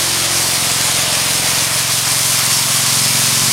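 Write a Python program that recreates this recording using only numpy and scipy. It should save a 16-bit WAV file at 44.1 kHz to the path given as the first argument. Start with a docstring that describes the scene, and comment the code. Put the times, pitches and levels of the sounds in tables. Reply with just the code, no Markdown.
"""In a hall, a single-cylinder four-stroke petrol engine drives a power float over a concrete floor.
The exhaust thuds about 22 times a second, a periodic pulse train heard as a harmonic series, and the
engine clatters in step with its crank. Steel blades hiss round by friction and now and then resonate.
The microphone moves closer: the thud tightens and the scraping gets brighter."""
import sys
import numpy as np
from scipy import signal
from scipy.fft import rfft, irfft
from scipy.io import wavfile
from scipy.ndimage import uniform_filter1d

SR = 44100
rng = np.random.default_rng(int(sys.argv[2]) if len(sys.argv) > 2 else 0)


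def pcm_store(signal):
    """Save signal as 16-bit PCM."""
    levels = np.round(np.clip(np.atleast_2d(signal), -1, 1) * 32767)
    wavfile.write(sys.argv[1], SR, levels.astype(np.int16).T)


N = 155232
TIME = np.arange(N) / SR

# Engine speed: time_s, firing_rate_hz
FIRING_RATE = [(0., 22.12), (.45, 22.08), (.75, 21.96), (1.35, 22.02), (1.75, 22.27), (2.5, 22.23),
               (2.9, 22.33), (3.4, 22.42)]
# Microphone position: time_s, place_index (0 far, 1 midway, 2 closer, 3 and above near)
PLACE = [(.35, 0.), (.75, 1.4), (1.45, 0.95), (1.85, 2), (2.3, 2), (3.0, 4)]
# Exhaust envelope: time_s, relative_level_db
EXHAUST_LEVEL = [(0., -29), (.55, -28.5), (.95, -27.5), (1.6, -27.5), (2.2, -28.5), (2.7, -27),
                 (3.12, -25.5), (3.5, -24)]
# Exhaust spectrum shape at each place: harmonic_number, far_db, midway_db, closer_db, near_db
EXHAUST_HARMONICS = [(3, -10.5, -9.0, -14.5, -20.0), (4, -17.0, -14.5, -14.0, -11.0),
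                     (5, 1.0, -1.0, 0.5, 2.0), (6, -7.0, -4.0, 1.0, 5.5), (7, -2.0, 0.0, -2.5, -1.5),
                     (8, -17.0, -14.0, -7.0, -6.0), (9, -6.5, -4.5, -26.0, -18.0),
                     (10, -16.5, -13.0, -11.0, 0.5), (11, -18.5, -13.5, -20.5, -13.5),
                     (12, -16.0, -5.5, -7.5, -7.0), (13, -9.0, -8.0, -18.5, -12.5),
                     (14, -4.5, -16.5, -13.5, -13.0), (15, -17.0, -11.5, -18.0, -22.5),
                     (16, -2.5, -11.5, -22.0, -8.5), (17, -19.5, -15.5, -19.5, -17.0),
                     (18, -21.5, -15.0, -21.5, -18.5), (19, -15.0, -18.0, -12.5, -9.5),
                     (20, -12.5, -11.5, -16.5, -23.0), (21, -24.0, -22.0, -24.0, -22.0),
                     (22, -15.0, -6.5, -18.5, -15.5), (23, -12.5, -12.5, -26.5, -23.0),
                     (24, -22.0, -18.5, -24.5, -20.0), (25, -10.0, -23.5, -17.0, -10.5),
                     (26, -11.0, -12.5, -10.5, -12.5), (27, -16.0, -10.5, -14.5, -16.0),
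                     (28, -20.5, -11.0, -10.5, -14.0), (29, -22.0, -12.5, -11.5, -12.5),
                     (30, -23.5, -10.5, -19.5, -14.0), (31, -30.0, -12.0, -27.5, -16.0),
                     (32, -24.5, -15.0, -19.0, -23.0), (33, -15.0, -10.0, -14.5, -18.0)]
# Ringing of a puff at each place, far to near: phase_lag_share
PUFF_RING = [1., .7, .35, .25]
# Clatter envelope: time_s, relative_level_db
CLATTER_LEVEL = [(0.0, -27), (1.05, -27.5), (1.06, -27), (1.41, -28), (1.45, -26.5), (1.88, -27.5),
                 (1.91, -23), (1.93, -30), (2.02, -30), (2.08, -25.5), (2.21, -28.5), (2.35, -28),
                 (2.36, -29), (2.38, -26), (2.54, -27.5), (2.93, -28), (2.97, -27), (3.52, -28)]
# Clatter spectrum: frequency_hz, gain_db
CLATTER_SPECTRUM = [(25, -36), (45, -32), (100, -24), (200, -8), (330, -7), (480, -5), (650, 3), (830, 1),
                    (1050, 3.5), (1500, -2), (2350, 1.5), (3300, -5.5), (6000, -9), (16000, -49)]
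# Change in the clatter's colour close up: frequency_hz, gain_db
CLATTER_NEAR = [(100, 4), (250, 0), (420, -3), (650, -2.5), (1100, 1), (1700, 1.5), (3000, 1.5)]
# Scrape band envelopes, each taken about its own mean: time_s, rasp_db, hiss_db, fizz_db
SCRAPE_LEVEL = [(0., -22, -18, -18), (.27, -21.5, -18, -20), (.37, -22, -16.5, -19), (.52, -22.5, -19, -17),
                (.88, -21, -17, -19.5), (1.07, -19.5, -18.5, -20.5), (1.3, -20.5, -18, -17),
                (1.42, -20.5, -19.5, -18), (1.5, -21.5, -17, -17), (1.62, -21, -17, -17.5),
                (1.7, -24, -20.5, -19.5), (1.77, -22.5, -18.3, -17.5), (1.86, -22.5, -19.5, -19.5),
                (1.93, -21.5, -17, -17), (2.02, -21, -20, -18), (2.1, -25, -17, -19),
                (2.27, -22.5, -17.5, -16), (2.38, -20.5, -17, -16), (2.54, -21.5, -17, -16.5),
                (2.62, -24, -17.5, -18), (2.73, -21, -17.5, -16.5), (2.88, -21, -16.5, -18),
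                (3.03, -21.5, -16.5, -17), (3.2, -22, -17, -16.5), (3.52, -21, -15.5, -17.5)]
# The rasp, hiss and fizz bands: centre_hz
SCRAPE_BANDS = [3300, 4500, 15000]
# Spectrum of steel sliding on concrete: frequency_hz, gain_db
SCRAPE_SPECTRUM = [(300, -27), (1500, -6), (2400, -4.5), (3300, -1), (3900, -1), (4500, 0.5), (5150, 1.5),
                   (5800, 0), (6600, 0), (7500, -2.5), (8300, -1), (8800, 1), (9400, -1), (10100, -2),
                   (11200, -6), (12500, -8.5), (14000, -13.5), (15700, -17)]
# Change in the scrape's colour close up: frequency_hz, gain_db
SCRAPE_NEAR = [(2300, -1.5), (3200, 0), (5200, 0.44), (7500, 1), (9500, 0.5), (12500, 1.5)]
# Blade resonances: peak_s, half_length_s, pitch_hz, level_db
BITES = [(.88, .05, 860, -34), (1.12, .1, 630, -32), (1.57, .06, 2410, -30), (2.37, .06, 2290, -31),
         (2.43, .05, 1020, -33), (2.72, .09, 1180, -34), (2.89, .06, 1030, -32), (3.04, .1, 5100, -26.5),
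         (3.42, .07, 1020, -34)]
# Envelope of the faint engine whine: time_s, level_db
WHINE_LEVEL = [(.15, -60), (.4, -42), (.7, -39), (1., -43), (1.5, -70)]


def exhaust(cycles, count=33, gain_db=-.48, uneven_db=.6, smear_hz=300, smear_rad=1.39, waver=.15):
    """Fourier series: one puff per firing sums from harmonics; the hall scatters the upper ones."""
    place, firing_hz, out = curve(PLACE), curve(FIRING_RATE).mean(), np.zeros(N)
    spectra_db = np.transpose(EXHAUST_HARMONICS)[1:]
    puffs = np.array([puff(spectrum, ring) for spectrum, ring in zip(spectra_db, PUFF_RING)])
    for k in range(1, count + 1):
        size, phase = (np.interp(place, np.arange(len(puffs)), values) for values in puffs[:, :, k].T)
        diffuse = min(k * firing_hz / smear_hz, 1) ** 3
        phase += diffuse * (smear_rad * rng.standard_normal() + waver * drift(2.5))
        out += size * (1 + waver * diffuse * drift(1.3)) * np.cos(2 * np.pi * k * cycles + phase)
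    return unit(out) * amp(gain_db + curve(EXHAUST_LEVEL) + uneven_db * drift(9.9))


def puff(spectrum_db, ring, count=48):
    """Minimum phase: harmonic sizes and phases of one pressure dip; less ring makes it more compact."""
    orders = np.transpose(EXHAUST_HARMONICS)[0]
    size = amp(np.interp(np.arange(count + 1), np.r_[1, orders], np.r_[-45, spectrum_db], right=-30))
    lag = signal.hilbert(np.log(np.r_[size, size[-2:0:-1]])).imag[:count + 1]
    return size / np.linalg.norm(size), np.pi - ring * lag


def engine_cycles(first_firing_s=.036, cut_s=3.428, cut_cycles=.55):
    """Phase is the integral of frequency: a firing falls on each whole cycle."""
    firing_hz = curve(FIRING_RATE)
    # the sound jumps ahead about half a cycle once, like an edit cut
    cut = cut_cycles * np.clip((TIME - cut_s) / .0064, 0, 1)
    return np.cumsum(firing_hz) / SR - first_firing_s * firing_hz[0] + cut


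def clatter(cycles, gain_db=3.5, knock_depth=.44, alternate_db=.6):
    """Amplitude modulation: mechanical and gas noise pulses with the crank, harder every other firing."""
    alternation = amp(alternate_db * np.cos(np.pi * (cycles - .8)))
    pulse = (1 + knock_depth * knocks(cycles)) * buzz(cycles) * alternation
    noise = colour(hall(pulse ** 2) * rng.standard_normal(N), CLATTER_SPECTRUM)
    sound = approach(reflections(noise, width_bins=2), CLATTER_NEAR)
    return sound * amp(gain_db + curve(CLATTER_LEVEL))


def knocks(cycles, lag_turns=.1, decay_turns=.33):
    """Damped impacts: a jolt decays exponentially with each turn of the crank, two to a cycle."""
    return np.exp(-((2 * cycles - lag_turns) % 1) / decay_turns)


def buzz(cycles, order=6, depth=.11):
    """Forced vibration: the frame shakes at a strong engine harmonic, giving a periodic gain."""
    return 1 + depth * np.cos(2 * np.pi * order * cycles)


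def blades(cycles, gain_db=-15.5, grit_per_s=900, grit_db=-6.5, shake=.18, sweep_hz=6.39):
    """Sliding friction: blades shaken by the engine turn sand into hiss and coarser grit into clicks."""
    grit = (rng.random(N) < grit_per_s / SR) * rng.choice([-1, 1], N)
    grit = grit * amp(1.5 * np.minimum(rng.exponential(1, N), 6))  # a few grains strike harder
    shaken = (1 + shake * knocks(cycles)) * buzz(cycles)
    friction = (rng.standard_normal(N) + amp(grit_db) * unit(grit)) * hall(shaken ** 2)
    sound = approach(reflections(colour(friction, SCRAPE_SPECTRUM), width_bins=3), SCRAPE_NEAR)
    sweep_db = .25 * np.cos(2 * np.pi * sweep_hz * (TIME - 1.785))  # a swell as each blade passes
    flicker_db = .45 * drift(40)
    return surge(sound) * amp(gain_db + sweep_db + flicker_db)


def surge(scrape):
    """Superposition: three overlapping bands swell and sink separately, then sum to the scrape."""
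    times, *levels = np.transpose(SCRAPE_LEVEL)
    hz, spectrum, out = np.fft.rfftfreq(N, 1 / SR), rfft(scrape), np.zeros(N)
    for shares, level_db in zip(np.eye(len(levels)), levels):
        band = irfft(spectrum * np.interp(hz, SCRAPE_BANDS, shares), N)
        swell_db = np.interp(TIME, times, level_db)
        out += band * amp(swell_db - swell_db.mean())
    return out


def bites(width_share=.085, sag_per_s=.4):
    """Resonance: a biting blade rings as narrow-band noise, sagging in pitch as it passes."""
    out = np.zeros(N)
    for peak_s, half_length_s, pitch_hz, level_db in BITES:
        age = TIME - peak_s
        phase = 2 * np.pi * np.cumsum(pitch_hz * (1 - sag_per_s * age)) / SR
        width_hz = width_share * pitch_hz
        ring = drift(width_hz) * np.cos(phase) + drift(width_hz) * np.sin(phase)
        out += ring * amp(level_db) * np.exp(-(age / half_length_s) ** 2)
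    return out


def whine(cycles, order=33, waver_rad=.15):
    """Phase modulation: a faint tone wavers about one high engine harmonic."""
    phase = 2 * np.pi * order * cycles + waver_rad * drift(4.5)
    return amp(curve(WHINE_LEVEL)) * unit(np.cos(phase))


def approach(sound, near_colour):
    """Timbre depends on position: past midway, the microphone hears more of the close colour."""
    near = np.clip(curve(PLACE) - 1, 0, 1)
    return unit((1 - near) * sound + near * colour(sound, near_colour))


def reflections(sound, width_bins, length_frames=14, ripple_db=1.):
    """Interference: floor and wall echoes leave shallow peaks and dips, here drifting at random."""
    spectra = signal.stft(sound, nperseg=1024, noverlap=768)[2]
    ripple = rng.standard_normal(spectra.shape[::-1]).T
    for _ in range(2):
        ripple = uniform_filter1d(ripple, size=width_bins, axis=0)
        ripple = uniform_filter1d(ripple, size=length_frames, axis=1, mode="wrap")
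    rippled = spectra * amp(ripple_db * unit(ripple))
    return unit(signal.istft(rippled, nperseg=1024, noverlap=768)[1][:N])


def hall(power, t60_s=.73, tail_db=-3):
    """Reverberation: direct and diffuse power add, filling the gaps in a noise's amplitude envelope."""
    tail = amp(-120 * TIME[:SR] / t60_s)
    diffuse = irfft(rfft(power) * rfft(tail / tail.sum(), N), N)
    return np.sqrt(abs(power + amp(2 * tail_db) * diffuse))


def amp(db):
    """Amplitude ratio: tenfold for every 20 dB."""
    return 10 ** (np.asarray(db) / 20)


def unit(x):
    """Normalisation to rms 1."""
    return x / np.sqrt(np.mean(x ** 2) + 1e-20)


def curve(points):
    """Linear interpolation of a control curve at every sample."""
    return np.interp(TIME, *np.transpose(points))


def colour(sound, points):
    """Linear filtering by gains in dB, interpolated on a log-frequency axis."""
    hz = np.fft.rfftfreq(N, 1 / SR)
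    point_hz, point_db = np.transpose(points)
    gain_db = np.interp(np.log(hz + 1), np.log(point_hz + 1), point_db)
    return irfft(rfft(sound) * amp(gain_db), N)


def drift(rate_hz):
    """Random fluctuation: low-passed Gaussian noise of mean 0 and rms 1."""
    hz = np.fft.rfftfreq(N, 1 / SR)
    lowpass = np.exp(-(hz / rate_hz) ** 2) * (hz > 0)
    return unit(irfft(rfft(rng.standard_normal(N)) * lowpass, N))


def scene():
    """Superposition: the pressures of all sources add, the same in both channels."""
    cycles = engine_cycles()
    machine = exhaust(cycles) + clatter(cycles) + blades(cycles) + bites() + whine(cycles)
    return np.array([machine, machine])


def record(dry):
    """Soft saturation rounds the highest peaks, then a low-pass filter limits the band."""
    ceiling, cutoff_hz = .85, 15850
    rounded = dry / (1 + (dry / ceiling) ** 8) ** (1 / 8)
    lowpass = signal.firwin(511, cutoff_hz, window=("kaiser", 9), fs=SR)
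    return signal.oaconvolve(rounded, lowpass[None], "same", axes=1)


dry = scene()
out = record(dry)
pcm_store(out)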